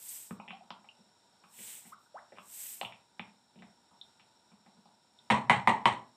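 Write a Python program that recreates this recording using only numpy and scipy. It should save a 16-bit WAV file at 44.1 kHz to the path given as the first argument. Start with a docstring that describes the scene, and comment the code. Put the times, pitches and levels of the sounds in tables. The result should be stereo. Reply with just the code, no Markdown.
"""Small tiled kitchen: a cardboard salt canister is tipped to and fro near a lit gas stove.
Salt slides along the tube as shaped grain noise; the burner hisses faintly throughout as steady noise.
Hand and lid knock lightly (decaying modes), small taps ring on one note, a few rough blips rise in pitch.
At the end the tube is slapped four times: mode banks struck by palm contacts, each throwing salt about.
Slaps, knocks, taps and blips echo in the kitchen."""
import sys
import numpy as np
from scipy import signal
from scipy.fft import rfft, irfft
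from scipy.io import wavfile
from scipy.ndimage import uniform_filter1d

SR = 44100
rng = np.random.default_rng(int(sys.argv[2]) if len(sys.argv) > 2 else 0)


def master(y):
    """Save y as 16-bit WAV."""
    cut = np.clip(np.atleast_2d(y).T, -1, 1)
    pcm = np.round(cut * 32767)  # scale
    wavfile.write(sys.argv[1], SR, pcm.astype(np.int16))


N = 271799  # samples

# slaps on the tube: (time [s], peak before direct and echo gains [dB], brightness [dB/octave],
# contact decay [ms], direct sound gain [dB], left minus right [dB])
SLAPS = [(5.3013, -1.5, -0.37, 0.72, -9.5, -4), (5.497, -1, 0.96, 3.5, -3.5, 0.5),
         (5.674, -5, -0.05, 2.8, -2.5, -11.5), (5.856, -2.5, 0.4, 3, 0, -2.5)]
# stereo width of diffuse sound: (frequency [Hz], side minus mid [dB])
SIDE_DB = [(60, -33), (130, 1), (290, -5.5), (640, -2.5), (1400, -2), (3070, 0.5), (6740, -4.5),
           (14800, -16.5)]
# stereo width of struck sound and echo: (frequency [Hz], side minus mid [dB])
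SLAP_SIDE_DB = [(60, -18), (150, -19), (380, -11), (940, 0.5), (2360, -0.5), (5910, 1), (14800, -4.5)]


def from_db(db):
    """Decibels to gain."""
    return 10 ** (np.asarray(db) / 20)


def rms_one(x):
    """Scale to unit rms."""
    return x / np.sqrt(np.mean(x ** 2) + 1e-20)


def peak_one(x):
    """Scale to unit peak."""
    return x / np.abs(x).max()


def at_hz(points, hz):
    """Read a table on a log-frequency axis."""
    table_hz, values = np.array(points).T
    return np.interp(np.log(np.maximum(hz, 1)), np.log(table_hz), values)


def colour(x, spectrum, peaks=()):
    """Shape a steady noise by a spectrum and bell-shaped resonances; rms 1."""
    hz = np.arange(N // 2 + 1) * SR / N
    db = at_hz(spectrum, hz)
    for centre_hz, width_hz, top_db in peaks:
        db = db + top_db / (1 + (2 * (hz - centre_hz) / width_hz) ** 2)
    return rms_one(irfft(rfft(x) * from_db(db), N))


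def to_stereo(mid, side, side_db):
    """Two microphone ports: mid plus and minus a side signal weighted by frequency."""
    size = mid.shape[-1]
    hz = np.arange(size // 2 + 1) * SR / size
    side = irfft(rfft(side) * from_db(at_hz(side_db, hz)), size)
    return np.array([mid + side, mid - side])


def drift(rate_hz):
    """Slow random curve below a rate, rms 1, drawn at SR / 40."""
    lowpass = signal.butter(2, rate_hz, fs=SR / 40, output="sos")
    slow = signal.sosfilt(lowpass, rng.standard_normal(N // 40 + 1002))
    slow = rms_one(slow[1000:])  # filter settled
    return np.interp(np.arange(N) / 40, np.arange(N // 40 + 2), slow)


def add(out, s, sound, pan_db):
    """Place a sound in both channels; pan is left minus right."""
    i = round(s * SR)
    out[:, i:i + sound.shape[-1]] += from_db([[pan_db / 2], [-pan_db / 2]]) * sound[..., :N - i]


def mode(hz, t60_s, phase=0, rise_cycles=0.47):
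    """One decaying vibration, a quarter second long; a softer contact builds it up over more cycles."""
    t = np.arange(SR // 4) / SR
    rise = 1 - np.exp(-(t * hz / rise_cycles) ** 2)
    return np.sin(2 * np.pi * hz * t + phase) * from_db(-60 * t / t60_s) * rise


def cluster(hz, deadness):
    """Modes round a pitch; the deader the contact, the wider they lie, the faster they rise and die."""
    # (pitch step at deadness 1 [octaves], strength [linear])
    scatter = [(-0.79, 0.25), (-0.37, -0.31), (-0.27, 0.67), (0.193, 0.96), (0.377, -1.15), (0.642, 0.69),
               (1.62, -0.11)]
    deadness = np.clip(deadness, .1, 1)
    t60_s = 4.82 / deadness / hz  # 4.82 cycles of the centre pitch at deadness 1
    sound = 0
    for step, strength in scatter:
        sound = sound + strength * mode(hz * 2 ** (deadness * step), t60_s, rise_cycles=0.4 / deadness)
    return peak_one(sound)


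def kitchen(x):
    """A few wall echoes, then a dense tail from tiles and cupboards that dies band by band."""
    # tail decay: (frequency [Hz], t60 [s])
    kitchen_t60 = [(100, 0.4), (300, 0.49), (1000, 0.33), (3000, 0.24), (8000, 0.19), (14000, 0.05)]
    # nearest walls: (delay [s], level [dB])
    wall_echoes = [(.0055, -11), (.011, -22), (.0225, -16.5), (.043, -27.5)]
    t, tail = np.arange(SR // 2) / SR, 0
    white = rng.standard_normal((2, 2, len(t)))
    edges_hz = 60 * 2 ** np.arange(0, 8.3, .5)
    for k, (low_hz, high_hz) in enumerate(zip(edges_hz, edges_hz[1:])):
        bandpass = signal.butter(2, [low_hz, high_hz], "band", fs=SR, output="sos")
        band = signal.sosfilt(bandpass, white[k % 2])
        t60_s = at_hz(kitchen_t60, np.sqrt(low_hz * high_hz))
        tail = tail + band * from_db(-60 * t / t60_s) / np.sqrt(t60_s * SR / (6 * np.log(10)))
    tail = tail * (1 - np.exp(-t / 0.00088))  # build-up, time constant 0.88 ms
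    for k, (s, db) in enumerate(wall_echoes):
        tail[:, round(s * SR)] += from_db(db) * np.array([1, (-1) ** k])  # left and right in turn
    response = to_stereo(*tail, SLAP_SIDE_DB)
    return signal.fftconvolve(x.mean(axis=0)[None], response, axes=1)[:, :N]


def grains():
    """Dense ticks of uneven size, mid and side; about half the samples are silent."""
    size = from_db(0.5 * rng.exponential(1, (2, N)))
    return size * rng.standard_normal((2, N)) * (rng.random((2, N)) < .5)


def salt():
    """Thousands of grains a second tick along the wall; the wall itself rustles lower down."""
    # (start [s], loudest [s], end [s], bright hiss [dB], duller rustle [dB], finest grains [dB])
    slides = [(-0.06, 0.126, 0.33, -49, -53, -49), (1.512, 1.696, 1.86, -50, -48.5, -70),
              (1.835, 1.89, 1.945, -62.5, -63.5, -73), (1.962, 2.03, 2.12, -78.5, -80, -90),
              (2.441, 2.655, 2.86, -48, -51, -48)]
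    # bright hiss: (frequency [Hz], level per Hz [dB])
    hiss_spectrum = [(2940, -26), (5000, -9.5), (5360, -11.5), (5970, -7.5), (6550, -6), (7060, -3.5),
                     (8260, 6), (9410, -7), (10000, -29), (13000, -42), (22000, -120)]
    # duller rustle: (frequency [Hz], level per Hz [dB])
    rustle_spectrum = [(1200, -11), (1900, -1.5), (2500, 0.5), (3200, 2.5), (4300, -4), (5200, -77),
                       (7000, 1.5)]
    # finest grains: (frequency [Hz], level per Hz [dB])
    fines_spectrum = [(8500, -29), (10000, 1), (11500, 7.5), (12500, 8), (13800, 9), (14600, -14),
                      (15300, 0.5)]
    # how strongly each layer follows the swell: (hiss [ratio], rustle [ratio], finest grains [ratio])
    slide_swing = (0.95, 1.04, 1.32)
    flatness = 2.31  # higher: flatter top, steeper ends
    t, out = np.arange(N) / SR, 0
    for layer, spectrum in enumerate((hiss_spectrum, rustle_spectrum, fines_spectrum)):
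        edge_db = 20 * slide_swing[layer]  # start and end below the top
        level = 0
        for start, top, end, *top_db in slides:
            away = np.abs(t - top) / np.where(t < top, top - start, end - top)
            level = level + from_db(top_db[layer] - edge_db * away ** flatness)
        flicker = from_db(drift(38))  # 1 dB rms
        out = out + level * flicker * to_stereo(*colour(grains(), spectrum), SIDE_DB)
    return out


def burner():
    """Steady flame hiss with faint resonances."""
    # (frequency [Hz], level per Hz [dB])
    flame_spectrum = [(24, -53.5), (40, -2.5), (285, -9), (357, -6.5), (506, -8), (852, -2.5), (941, 1.5),
                      (1040, -11.5), (1330, -10.5), (1470, -12.5), (2190, -17), (5500, -19), (6230, -34),
                      (7990, -19), (15300, -51)]
    # resonances: (centre [Hz], width [Hz], height [dB])
    flame_peaks = [(226, 91, 8), (980, 57, 3.5), (1458, 110, 8), (3800, 700, 10.5), (5507, 346, 14.5),
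                   (6960, 1760, 13.5), (9290, 280, 13), (12800, 700, 18)]
    noise = colour(rng.standard_normal((2, N)), flame_spectrum, flame_peaks)
    level_db = -68.5 + .7 * drift(3)
    return from_db(level_db) * to_stereo(*noise, SIDE_DB)


def knocks(out, send):
    """Light knocks of hand and lid: boom, thud, a hollow body note and a tick, as decaying modes."""
    # (time [s], boom [dB], thud [dB], body pitch [Hz], body [dB], tick pitch [Hz], tick [dB],
    # tick deadness [0-1, at least 0.1 in effect], left minus right [dB])
    knock_table = [(0.308, -47, -31, 1140, -39, 2410, -47, 0.32, 2),
                   (0.399, -75, -66, 870, -38.5, 2470, -46.5, 0.15, 1),
                   (0.479, -76, -52.5, 770, -48, 2470, -41, .25, -2),
                   (0.484, -83, -59, 800, -65, 2590, -37, 0.21, 2),
                   (0.506, -70, -47, 1044, -42, 2480, -35, .25, 1),
                   (0.517, -80, -59, 910, -55, 2880, -47, 0.28, 2),
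                   (0.535, -80, -65, 810, -56, 3100, -54.5, .3, 0.0),
                   (0.634, -83, -63, 860, -59, 3200, -74, 0, 2),
                   (0.705, -61, -46.5, 922, -35.5, 2920, -34, 0.51, -3.5),
                   (0.843, -88, -71, 823, -55, 2100, -61.5, 0.34, -8),
                   (0.986, -78, -58.5, 550, -70, 2500, -82, 0.4, 1.0),
                   (1.438, -88, -61.5, 1080, -52, 2500, -57.5, 0.18, -0.5),
                   (1.588, -61, -53.5, 466, -59, 2380, -48.5, 0.3, 1),
                   (1.852, -68, -55, 730, -59, 2040, -54, 0.32, 6),
                   (2.321, -67.5, -61, 562, -47.5, 1810, -53, 0.35, 0),
                   (2.373, -82, -67, 1130, -50, 2540, -56, 0.27, 3),
                   (2.3842, -64.5, -54.5, 1080, -42, 2610, -44.5, .22, 5),
                   (2.813, -68.5, -57, 717, -30.5, 2690, -25, 0.39, -1),
                   (2.83, -68, -45.5, 875, -34.5, 2750, -50, 0.7, 4),
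                   (2.849, -49.5, -63, 830, -48, 2830, -30, .2, -1.5),
                   (2.923, -60.5, -64, 906, -52.5, 2450, -41, 0.32, 3),
                   (3.195, -52.5, -38, 812, -37.5, 2290, -29, 0.38, 4),
                   (3.557, -80, -51, 597, -58.5, 2500, -63, 0.23, 3),
                   (3.589, -65, -50, 704, -65, 2830, -55, 0.3, -1),
                   (3.622, -62, -50.5, 667, -51.5, 1810, -46.5, 0.62, 5),
                   (3.913, -74.5, -65.5, 890, -59.5, 3660, -79, .3, -8),
                   (4.197, -72, -66.5, 844, -62, 2540, -51, 0.46, -1.0),
                   (4.516, -74, -55.5, 950, -59, 2360, -66, .22, -5),
                   (4.662, -81, -57.5, 737, -58.5, 1900, -58, 0.55, -1),
                   (4.769, -82, -57, 958, -66, 3780, -65, .5, 3),
                   (4.856, -78, -65, 790, -54.5, 3790, -59, 0.6, -2)]
    boom_hz, boom_t60_s = 114.5, 0.16
    thud_hz, thud_t60_s = 198, .07
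    body_deadness = 0.364
    echo_at_minus_40_db, echo_per_db = 1, 0.2976  # fainter knocks are further off and echo more
    thud = mode(thud_hz, thud_t60_s) + 0.37 * mode(2.35 * thud_hz, thud_t60_s / 2)
    boom = mode(boom_hz, boom_t60_s)
    for s, boom_db, thud_db, hz, body_db, tick_hz, tick_db, deadness, pan_db in knock_table:
        sound = from_db(boom_db) * boom + from_db(thud_db) * thud
        sound = sound + from_db(body_db) * cluster(hz, body_deadness)
        sound = sound + from_db(tick_db) * cluster(tick_hz, deadness)
        peak_db = 20 * np.log10(np.abs(sound).max())
        echo_db = echo_at_minus_40_db - echo_per_db * (peak_db + 40)
        add(out, s, sound, pan_db)
        add(send, s, from_db(echo_db) * sound, pan_db)


def pings(out, send):
    """Small taps that ring on one note: narrow, slowly dying mode clusters."""
    # (time [s], pitch [Hz], peak [dB], left minus right [dB])
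    ping_table = [(0.528, 762, -43, -1), (0.607, 730, -48.5, 1), (0.888, 2780, -43, 0.0),
                  (0.912, 2800, -56, 0.0), (2.06, 1430, -59.5, 2), (4.013, 3670, -38, -8),
                  (5.188, 3610, -50, -5.5)]
    deadness, echo_db = 0.1, -6.5
    for s, hz, db, pan_db in ping_table:
        sound = from_db(db) * cluster(hz, deadness)
        add(out, s, sound, pan_db)
        add(send, s, from_db(echo_db) * sound, pan_db)


def blips(out, send):
    """Short rough tones that glide upward, like a finger slipping ever faster on the wall."""
    # (time [s], length [s], start pitch [Hz], end pitch [Hz], level before roughness [dB],
    # roughness [ratio], loudest point [share of length])
    blip_table = [(1.916, 0.0233, 898, 1544, -44.5, 0.82, 0.6), (2.143, 0.053, 519, 2360, -43, 0.59, 0.27),
                  (2.345, 0.036, 1534, 3240, -65, 6.0, 0.66)]
    echo_db = -3
    for s, length_s, start_hz, end_hz, db, roughness, loudest in blip_table:
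        share = np.linspace(0, 1, int(length_s * SR))
        noise = uniform_filter1d(rng.standard_normal(SR // 10), size=30)[:len(share)]
        rough = 1 + roughness * noise
        hz = start_hz * (end_hz / start_hz) ** share
        skew = np.log(.5) / np.log(np.clip(loudest, .1, .9))
        swell = np.sin(np.pi * share ** skew)
        tone = np.sin(2 * np.pi * np.cumsum(hz) / SR)
        sound = from_db(db) * rough * swell * tone
        add(out, s, sound, 0)
        add(send, s, from_db(echo_db) * sound, 0)


def light_sounds():
    """Knocks, pings and blips with their room echo; fingers and card are too soft for treble."""
    out, send = np.zeros((2, N)), np.zeros((2, N))
    knocks(out, send)
    pings(out, send)
    blips(out, send)
    finger_cut_hz = 6000
    soft = signal.butter(6, finger_cut_hz, fs=SR, output="sos")
    return signal.sosfilt(soft, out + kitchen(send))


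def slaps():
    """The palm lands as a main contact and a few weaker ones; each strikes all modes of the tube."""
    # modes of the tube before brightness and chance: (frequency [Hz], level [dB], t60 [s])
    tube_modes = [(120, -10.5, 0.11), (212.7, -5.5, 0.047), (358, -12.5, 0.035), (495, -9, 0.026),
                  (628, -11.5, 0.043), (756, -7.5, 0.017), (860, -2.5, 0.036), (942, 1.5, 0.036),
                  (988, 1, 0.043), (1092, -9, 0.061), (1310, -34, 0.0053), (1900, -18, 0.0029),
                  (2009, -1, 0.013), (2160, 0.5, 0.0081), (2340, -8.5, .01), (2710, -16, 0.023),
                  (3067, -4, 0.0089), (3400, -9.5, 0.0042), (3890, -21, 0.0017), (5570, -28.5, 0.018),
                  (6960, -38, 0.011), (8200, -29, 0.0054), (8760, -27.5, 0.017), (12000, -39, 0.0056)]
    echo_db = -2.5
    port_bass_hz = 250  # below this both microphone ports hear a near blow alike
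    out = np.zeros((2, N))
    t = np.arange(SR // 50) / SR
    fade = np.hanning(2 * SR // 5)[SR // 5:]
    for s, db, tilt_db, contact_ms, direct_db, pan_db in SLAPS:
        luck = rng.normal(0, 1, (len(tube_modes), 2, 2, 1))
        sound = 0  # rows: mid, side
        for (hz, mode_db, t60_s), (chance, turn) in zip(tube_modes, luck):
            level_db = mode_db + 2.7 * chance + tilt_db * np.log2(hz / 1000)
            phase = turn * [[0], [2]]  # random in the side only
            sound = sound + from_db(level_db) * mode(hz, t60_s, phase, 1.29)
        contacts = rng.random(len(t)) * (rng.random(len(t)) < .01) * np.exp(-1000 * t / contact_ms)
        contacts[0] = 1.6  # main contact
        sound = signal.fftconvolve(sound, contacts[None], axes=1)[:, :SR // 4]
        sound = from_db(db) * peak_one(sound)
        near = np.zeros((2, N))
        add(near, s, to_stereo(*sound, SLAP_SIDE_DB)[:, :SR // 5] * fade, pan_db)
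        bass = signal.lfilter(*signal.butter(1, port_bass_hz, fs=SR), near)
        near = near - bass + bass.mean(axis=0)
        out += from_db(direct_db) * near + from_db(echo_db) * kitchen(near)
    return out


def spray():
    """Every slap throws salt against the wall, which rattles in clumps and settles."""
    # (frequency [Hz], level per Hz [dB])
    spray_spectrum = [(900, 5.5), (1500, -5.5), (2500, 0), (4200, -5), (5000, -24.5), (6500, -17),
                      (8500, -11.5), (9800, -36), (15000, -48)]
    spray_db, spray_t60_s = -28.5, 0.27  # level relative to the slap's table peak
    t, level = np.arange(N) / SR, 0
    for s, slap_db, *_ in SLAPS:
        decay_db = -60 * np.abs(t - s) / spray_t60_s
        level = level + (t > s) * from_db(slap_db + spray_db + decay_db)
    level = uniform_filter1d(level, size=301, origin=150)  # grains pile up over a few ms
    clumps = from_db(2.2 * drift(66))
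    return level * clumps * to_stereo(*colour(grains(), spray_spectrum), SIDE_DB)


def scene():
    """Struck sounds ring in the kitchen over salt and flame."""
    return salt() + burner() + light_sounds() + slaps() + spray()


def record(dry):
    """The microphone drops the deep bass, peaks are rounded, the top is cut."""
    low_cut_hz, top_cut_hz = 88, 15150
    dry = signal.sosfilt(signal.butter(4, low_cut_hz, "high", fs=SR, output="sos"), dry)
    dry = 0.91 * np.tanh(dry / 0.84)
    return signal.sosfilt(signal.ellip(12, .3, 70, top_cut_hz, fs=SR, output="sos"), dry)


dry = scene()
out = record(dry)
master(out)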